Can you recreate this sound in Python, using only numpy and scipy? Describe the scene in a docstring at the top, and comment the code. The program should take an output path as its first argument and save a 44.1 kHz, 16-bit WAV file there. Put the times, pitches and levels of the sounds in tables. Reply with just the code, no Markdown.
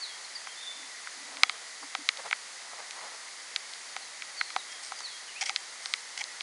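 """A quiet yard in deep snow, heard through a hand-held camera: boots crunch softly as swarms of grains.
Close by, the plastic case ticks as struck decaying modes and rubs under the fingers as ringing jerks.
Far birds slur, chirp and whistle as gliding sines with echoes; narrow noise makes a low hum that comes
and goes. The mono microphone adds shaped hiss, and the electronics a thin chopped sine whine."""
import sys
import numpy as np
from scipy import signal
from scipy.fft import rfft, irfft
from scipy.io import wavfile
from scipy.ndimage import uniform_filter1d

SR = 44100
rng = np.random.default_rng(int(sys.argv[2]) if len(sys.argv) > 2 else 0)


def generate_wav(sig):
    """Save sig (samples, or channels by samples) to the path in sys.argv[1] as 16-bit PCM at SR."""
    pcm = np.round(np.clip(np.atleast_2d(sig).T, -1, 1) * 32767).astype(np.int16)
    wavfile.write(sys.argv[1], SR, pcm)


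N = 283154
TIME = np.arange(N) / SR


def undb(db):
    """Decibels to gain."""
    return 10 ** (np.asarray(db) / 20)


def level(x, db):
    """Scale to an rms level in dB."""
    return x * undb(db) / np.sqrt(np.mean(x ** 2) + 1e-18)


def add(out, s, x):
    """Mix x into out from time s (seconds) on."""
    i = max(int(s * SR), 0)
    out[i:i + len(x)] += x[:max(len(out) - i, 0)]


def colour(x, points):
    """Filter by a (Hz, dB) outline, joined up along log frequency."""
    hz, db = np.transpose(points)
    f = np.maximum(np.fft.rfftfreq(len(x), 1 / SR), 1)
    gain = undb(np.interp(np.log(f), np.log(hz), db))
    return irfft(rfft(x) * gain, len(x))


def resonate(x, hz, width):
    """One steep-sided resonance, gain 1 at its centre: a peak of this width in Hz, passed twice."""
    b, a = signal.iirpeak(hz, hz / width, fs=SR)
    once = signal.lfilter(b, a, x)
    return signal.lfilter(b, a, once)


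def walk(rate):
    """Slow random drift around 0 with a spread near 1, heading for `rate` new values a second."""
    k = int(SR / rate)
    held = np.repeat(rng.standard_normal(N // k + 1), k)
    return uniform_filter1d(held, k)[:N]


def grains(n, rate, spread_db):
    """Random tiny impulses, `rate` a second on average, most weak and a few strong."""
    struck = rng.random(n) < rate / SR
    strength = undb(spread_db * np.minimum(rng.exponential(size=n), 4))
    return struck * rng.choice([-1, 1], n) * strength


def arch(length):
    """Progress 0-1 through an event of this many seconds, and a rounded swell over it."""
    u = np.linspace(0, 1, max(int(length * SR), 8))
    return u, np.abs(np.sin(np.pi * u))


def note(hz, swell, db, waver=0.00403, flutter_db=2):
    """One pure bird note; its pitch wavers slightly and its level flutters on the way through the air."""
    hz = hz * (1 + waver * walk(200)[:len(hz)])
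    swell = swell * undb(flutter_db * walk(60)[:len(hz)])
    return np.sqrt(2) * undb(db) * swell * np.sin(2 * np.pi * np.cumsum(hz) / SR)


def bird_calls():
    """Pure gliding notes: long downward slurs, short chirps and rising whistles."""
    # A bird's long downward slurs. Each row: reference time in seconds, level in dB.
    slurs = [(-0.012, -41.5), (5.008, -42.5)]
    # Every slur hangs high, drops fast and settles.
    # Each row: seconds from the reference time, pitch in Hz, level in dB relative to the slur's.
    slur_shape = [(-0.05, 4880, -9), (-0.012, 4670, -4), (0.018, 4560, -13), (0.04, 4480, 3.5),
                  (0.056, 4060, -1), (0.075, 3650, -14.5), (0.11, 3300, -10), (0.135, 3280, -8.5),
                  (0.16, 3250, -13)]
    # Short chirps. Each row: start in seconds, length in seconds, starting pitch in Hz,
    # glide in octaves, level in dB.
    chirps = [(0.24, 0.022, 4400, -0.21, -46), (0.349, 0.024, 4920, -0.21, -36),
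              (4.013, 0.029, 4500, -0.256, -48), (4.37, 0.058, 4640, -0.25, -38),
              (4.575, 0.042, 4038, -0.22, -46), (5.266, 0.044, 3150, -0.28, -49.5),
              (5.342, 0.06, 2313, 0.47, -45)]
    chirp_bend = 1.57  # a chirp's glide steepens as it goes
    # Rising whistles. Each row: start in seconds, length in seconds, starting pitch in Hz,
    # rise in octaves, level in dB.
    whistles = [(0.465, 0.04, 3176, 0.01, -45.5), (0.526, 0.16, 3300, 0.16, -46.5),
                (0.602, 0.125, 3303, 0.1, -39), (1.415, 0.057, 3285, 0.03, -49),
                (1.479, 0.071, 3053, 0.058, -53.5), (4.659, 0.111, 3160, 0.047, -50.5),
                (5.485, 0.14, 3170, 0.01, -59)]
    whistle_ease, whistle_late = 2.4, 2.65  # the rise levels off; the loudness comes late

    out = np.zeros(N)
    at, pitch_hz, shape_db = np.transpose(slur_shape)
    for s, db in slurs:
        t = TIME - s
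        swell = np.interp(t, at, undb(shape_db), left=0, right=0)
        out += note(np.interp(t, at, pitch_hz), swell, db)
    for s, length, hz, glide_oct, db in chirps:
        u, swell = arch(length)
        pitch = hz * 2 ** (glide_oct * u ** chirp_bend)
        add(out, s, note(pitch, swell ** 0.99, db))
    for s, length, hz, rise_oct, db in whistles:
        u, _ = arch(length)
        swell = np.abs(np.sin(np.pi * u ** whistle_late)) ** 0.44
        pitch = hz * 2 ** (rise_oct * (1 - (1 - u) ** whistle_ease))
        add(out, s, note(pitch, swell, db))
    return out


def birds(wall_s=0.022, wall_db=-12, echo_db=-5, echo_t60=0.69):
    """The calls, thrown back once by a house wall and scattered by the trees into a decaying noise tail."""
    calls = bird_calls()
    t = TIME[:SR // 2]
    trees = rng.standard_normal(len(t)) * np.exp(-np.log(1000) * t / echo_t60)
    scattered = signal.fftconvolve(calls, trees / np.linalg.norm(trees))[:N]
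    heard = calls + undb(echo_db) * scattered
    add(heard, wall_s, undb(wall_db) * calls)
    return heard


def air(hiss_db=-44.8, port_hz=1980, port_width_hz=480, port_db=-52.0):
    """Outdoor air and microphone hiss, with a hump where the microphone's port resonates."""
    # Colour of the hiss. Each row: frequency in Hz, relative density in dB.
    hiss_colour = [(25, -55.5), (60, -32.5), (125, -26), (260, -18), (480, -11), (780, -6), (1400, -4.5),
                   (2700, -8.5), (3600, -6), (4700, -2), (5500, -5.5), (6500, -4), (7800, -9),
                   (10100, -9.5), (11000, -20)]
    hiss = level(colour(rng.standard_normal(N), hiss_colour), hiss_db)
    port = resonate(rng.standard_normal(N), port_hz, port_width_hz)
    return (hiss + level(port, port_db)) * undb(0.23 * walk(5.7))  # the level drifts very slightly


def whine(hz=10740, chop_hz=81.7, line_db=-70):
    """A thin sine from the camera's electronics, chopped at a steady rate."""
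    chop = 1 + np.cos(2 * np.pi * chop_hz * TIME)
    return np.sqrt(2) * undb(line_db) * chop * np.sin(2 * np.pi * hz * TIME)


def boots():
    """Snow crystals break in a swarm as the weight comes onto each boot."""
    # A boot packs the snow. Each row: start in seconds, length in seconds, level in dB.
    steps = [(0.152, 0.13, -55.5), (1.181, 0.52, -53.5), (1.818, 0.026, -45.5), (2.181, 0.0304, -47),
             (2.233, 0.05, -46), (2.596, 0.312, -52), (2.92, 0.24, -48)]
    # Colour of packing snow. Each row: frequency in Hz, relative level in dB.
    snow = [(30, -53), (100, -24), (300, -17.5), (550, -1.5), (850, 1.5), (1300, -0.5), (2200, -11.5),
            (4500, -16), (10000, -28)]
    weight = np.zeros(N)
    for s, length, db in steps:
        u, _ = arch(length)
        press = np.abs(np.sin(np.pi * u ** 1.246)) ** 0.487  # peaks a little past the middle
        add(weight, s, undb(db) * press)
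    crunch = level(colour(grains(N, rate=1600, spread_db=2.5), snow), 0)
    return weight * crunch * undb(4.1 * walk(70))  # the snow gives way in fits


def case_ticks(rebound_s=0.000836, rebound=0.387, low_hz=600, skirt_db_per_oct=19.5, round_oct=0.36,
               snap_top_hz=8600, thud_hz=890, thud_steep=4.3, place_db=3):
    """A seam of the case snaps and rebounds, driving modes near its pitch; the panel gives with a thud."""
    # Modes of the plastic case. Each row: pitch in Hz, 60 dB decay time in seconds, relative level in dB.
    modes = [(766.4, 0.03, -6), (1052, 0.015, -5), (1265, 0.0178, -1), (1570, 0.0085, 4.5),
             (1949, 0.012, 2), (2207.6, 0.011, 0.5), (2967, 0.005, 3.5), (4170, 0.0096, 0),
             (5090, 0.0083, -0.5), (6294, 0.0035, 7.5), (8360, 0.00206, 11)]
    # Ticks of the case. Each row: start in seconds, snap drive in dB, pitch of the snap in Hz,
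    # thud drive in dB, place along the seam 0-1.
    ticks = [(0.4708, -32.5, 2290, -28, 0.444), (1.0722, -28.5, 1730, -43.0, 0.448),
             (1.3699, -28.5, 3180, -54.5, 0.482), (1.4338, -2.5, 3230, -11.7, 0.35),
             (1.4955, -16.2, 3070, -26, 0.366), (1.9504, -17.5, 3300, -20.5, 0.048),
             (2.0893, -8, 3040, -52.9, 0.368), (2.1725, -30.5, 3950, -37.5, 0.135),
             (2.3111, -21.5, 2920, -25, 0.178), (2.3282, -13.5, 2155, -34.5, 0.461),
             (2.909, -27, 3780, -53.8, 0.182), (3.5615, -14.7, 3450, -61.0, 0.249),
             (3.7358, -30.5, 3940, -58.6, 0.14), (3.9646, -25, 3330, -22, 0.19),
             (4.2216, -25.5, 2810, -49, 0.54), (4.4117, -14.5, 2200, -30, 0.236),
             (4.5033, -30, 3080, -36, 0.352), (4.5628, -24, 3770, -10.5, 0.14),
             (4.92, -33, 4190, -22.5, 0.04), (5.0049, -35, 4590, -30, 0.4),
             (5.4945, -17.5, 3580, -23.0, 0.32), (5.5612, -13.5, 3520, -53.5, 0.24),
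             (5.8581, -21.5, 3770, -32, 0.232), (5.9378, -12.5, 3150, -60.8, 0.369),
             (6.24, -25.5, 4600, -58.5, 0.37), (6.408, -23, 3500, -36.4, 0.14)]
    # Anti-resonances of the path from case to microphone. Each row: centre in Hz, width in Hz.
    notches = [(1750, 103), (2810, 166), (5600, 300)]

    out, t = np.zeros(N), TIME[:SR // 16]
    hz, t60, db = np.transpose(modes)
    rings = np.sin(2 * np.pi * hz[:, None] * t) * np.exp(-np.log(1000) * t / t60[:, None])
    polarity = (-1) ** np.arange(len(hz))  # neighbouring modes swing opposite ways at the microphone
    for s, snap_db, snap_hz, thud_db, place in ticks:
        # distance from the snap's pitch, with a rounded peak
        off_oct = np.hypot(round_oct, np.log2(hz / snap_hz)) - round_oct
        seam = undb(snap_db - skirt_db_per_oct * off_oct) / np.sqrt(1 + (hz / snap_top_hz) ** 10)
        panel = undb(thud_db) / np.sqrt(1 + (hz / thud_hz) ** thud_steep)
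        # a mode rings most if the snap falls on one of its bellies
        belly = np.cos(2 * np.pi * place * (1 + np.arange(len(hz))))
        strength = polarity * undb(db + place_db * belly) * (seam + panel)
        snap = strength @ rings
        add(out, s, snap)
        add(out, s + rebound_s, rebound * snap)
    for notch_hz, width in notches:
        b, a = signal.iirnotch(notch_hz, notch_hz / width, fs=SR)
        out = signal.lfilter(b, a, out)
    # so small a shell gives off little bass
    return signal.sosfilt(signal.butter(2, low_hz, "high", fs=SR, output="sos"), out)


def low_hum(hz=280, width_hz=55):
    """A faint, unsteady low note, made of noise in a narrow resonance, swells and fades."""
    # Swells of the hum. Each row: start in seconds, length in seconds, level in dB at the top.
    hums = [(0.728, 0.159, -62), (1.1, 0.41, -61.5), (1.806, 0.073, -60), (1.977, 0.054, -53.5)]
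    swell = np.zeros(N)
    for s, length, db in hums:
        add(swell, s, undb(db) * arch(length)[1])
    return swell * level(resonate(rng.standard_normal(N), hz, width_hz), 0)


def finger_rubs(dulling_db_per_oct=3.5):
    """Skin sticks and slips in dense jerks that ring the case; each slip starts bright, then dulls."""
    # A finger slips on the case. Each row: start in seconds, length in seconds, level in dB,
    # tilt in dB per octave at the middle of the slip.
    slips = [(4.718, 0.0136, -42.5, 3.5), (4.829, 0.068, -45, 15.5), (4.988, 0.0115, -43, 5.5),
             (5.41, 0.02, -29, 2.5), (5.435, 0.0058, -35, 2.5), (5.456, 0.038, -35.5, 5),
             (5.5, 0.0052, -34, -1), (5.814, 0.19, -49.5, 14), (6.175, 0.00584, -32.5, 4),
             (6.186, 0.022, -39.5, 5), (6.208, 0.0092, -30.5, 1)]
    # Resonances that rubbing brings out. Each row: pitch in Hz, width in Hz, relative level in dB.
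    rub_modes = [(805, 126, 4.5), (2141, 620, 4.5), (3280, 520, -1), (5110, 2800, -6.5), (8440, 370, -14)]
    out = np.zeros(N)
    for s, length, db, tilt_db in slips:
        u, swell = arch(length)
        jerks = grains(len(u), rate=3600, spread_db=2.5) * swell ** 0.084
        slope_db = tilt_db + dulling_db_per_oct * (.5 - u)  # the tilt falls along the slip
        rub = 0
        for hz, width, mode_db in rub_modes:
            drive = jerks * undb(mode_db + slope_db * np.log2(hz / 2000))
            rub = rub + resonate(np.pad(drive, (0, SR // 50)), hz, width)  # room to ring out
        # the level counts over the slip itself, not the added ring-out time
        add(out, s, level(rub, db) * np.sqrt(len(u) / len(rub)))
    return out


def scene():
    """Everything reaches one microphone, which feeds both channels."""
    mono = birds() + air() + whine() + boots() + case_ticks() + low_hum() + finger_rubs()
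    return np.array([mono, mono])


def record(dry, bass_hz=45, top_hz=11000):
    """The camera clips at full scale, drops the deepest bass and cuts the top octave."""
    clipped = np.clip(dry, -1, 1)
    thin = signal.sosfilt(signal.butter(1, bass_hz, "high", fs=SR, output="sos"), clipped)
    top = signal.ellip(10, .2, 80, top_hz, fs=SR, output="sos")  # 0.2 dB ripple, 80 dB down above
    return signal.sosfilt(top, thin)


dry = scene()
out = record(dry)
generate_wav(out)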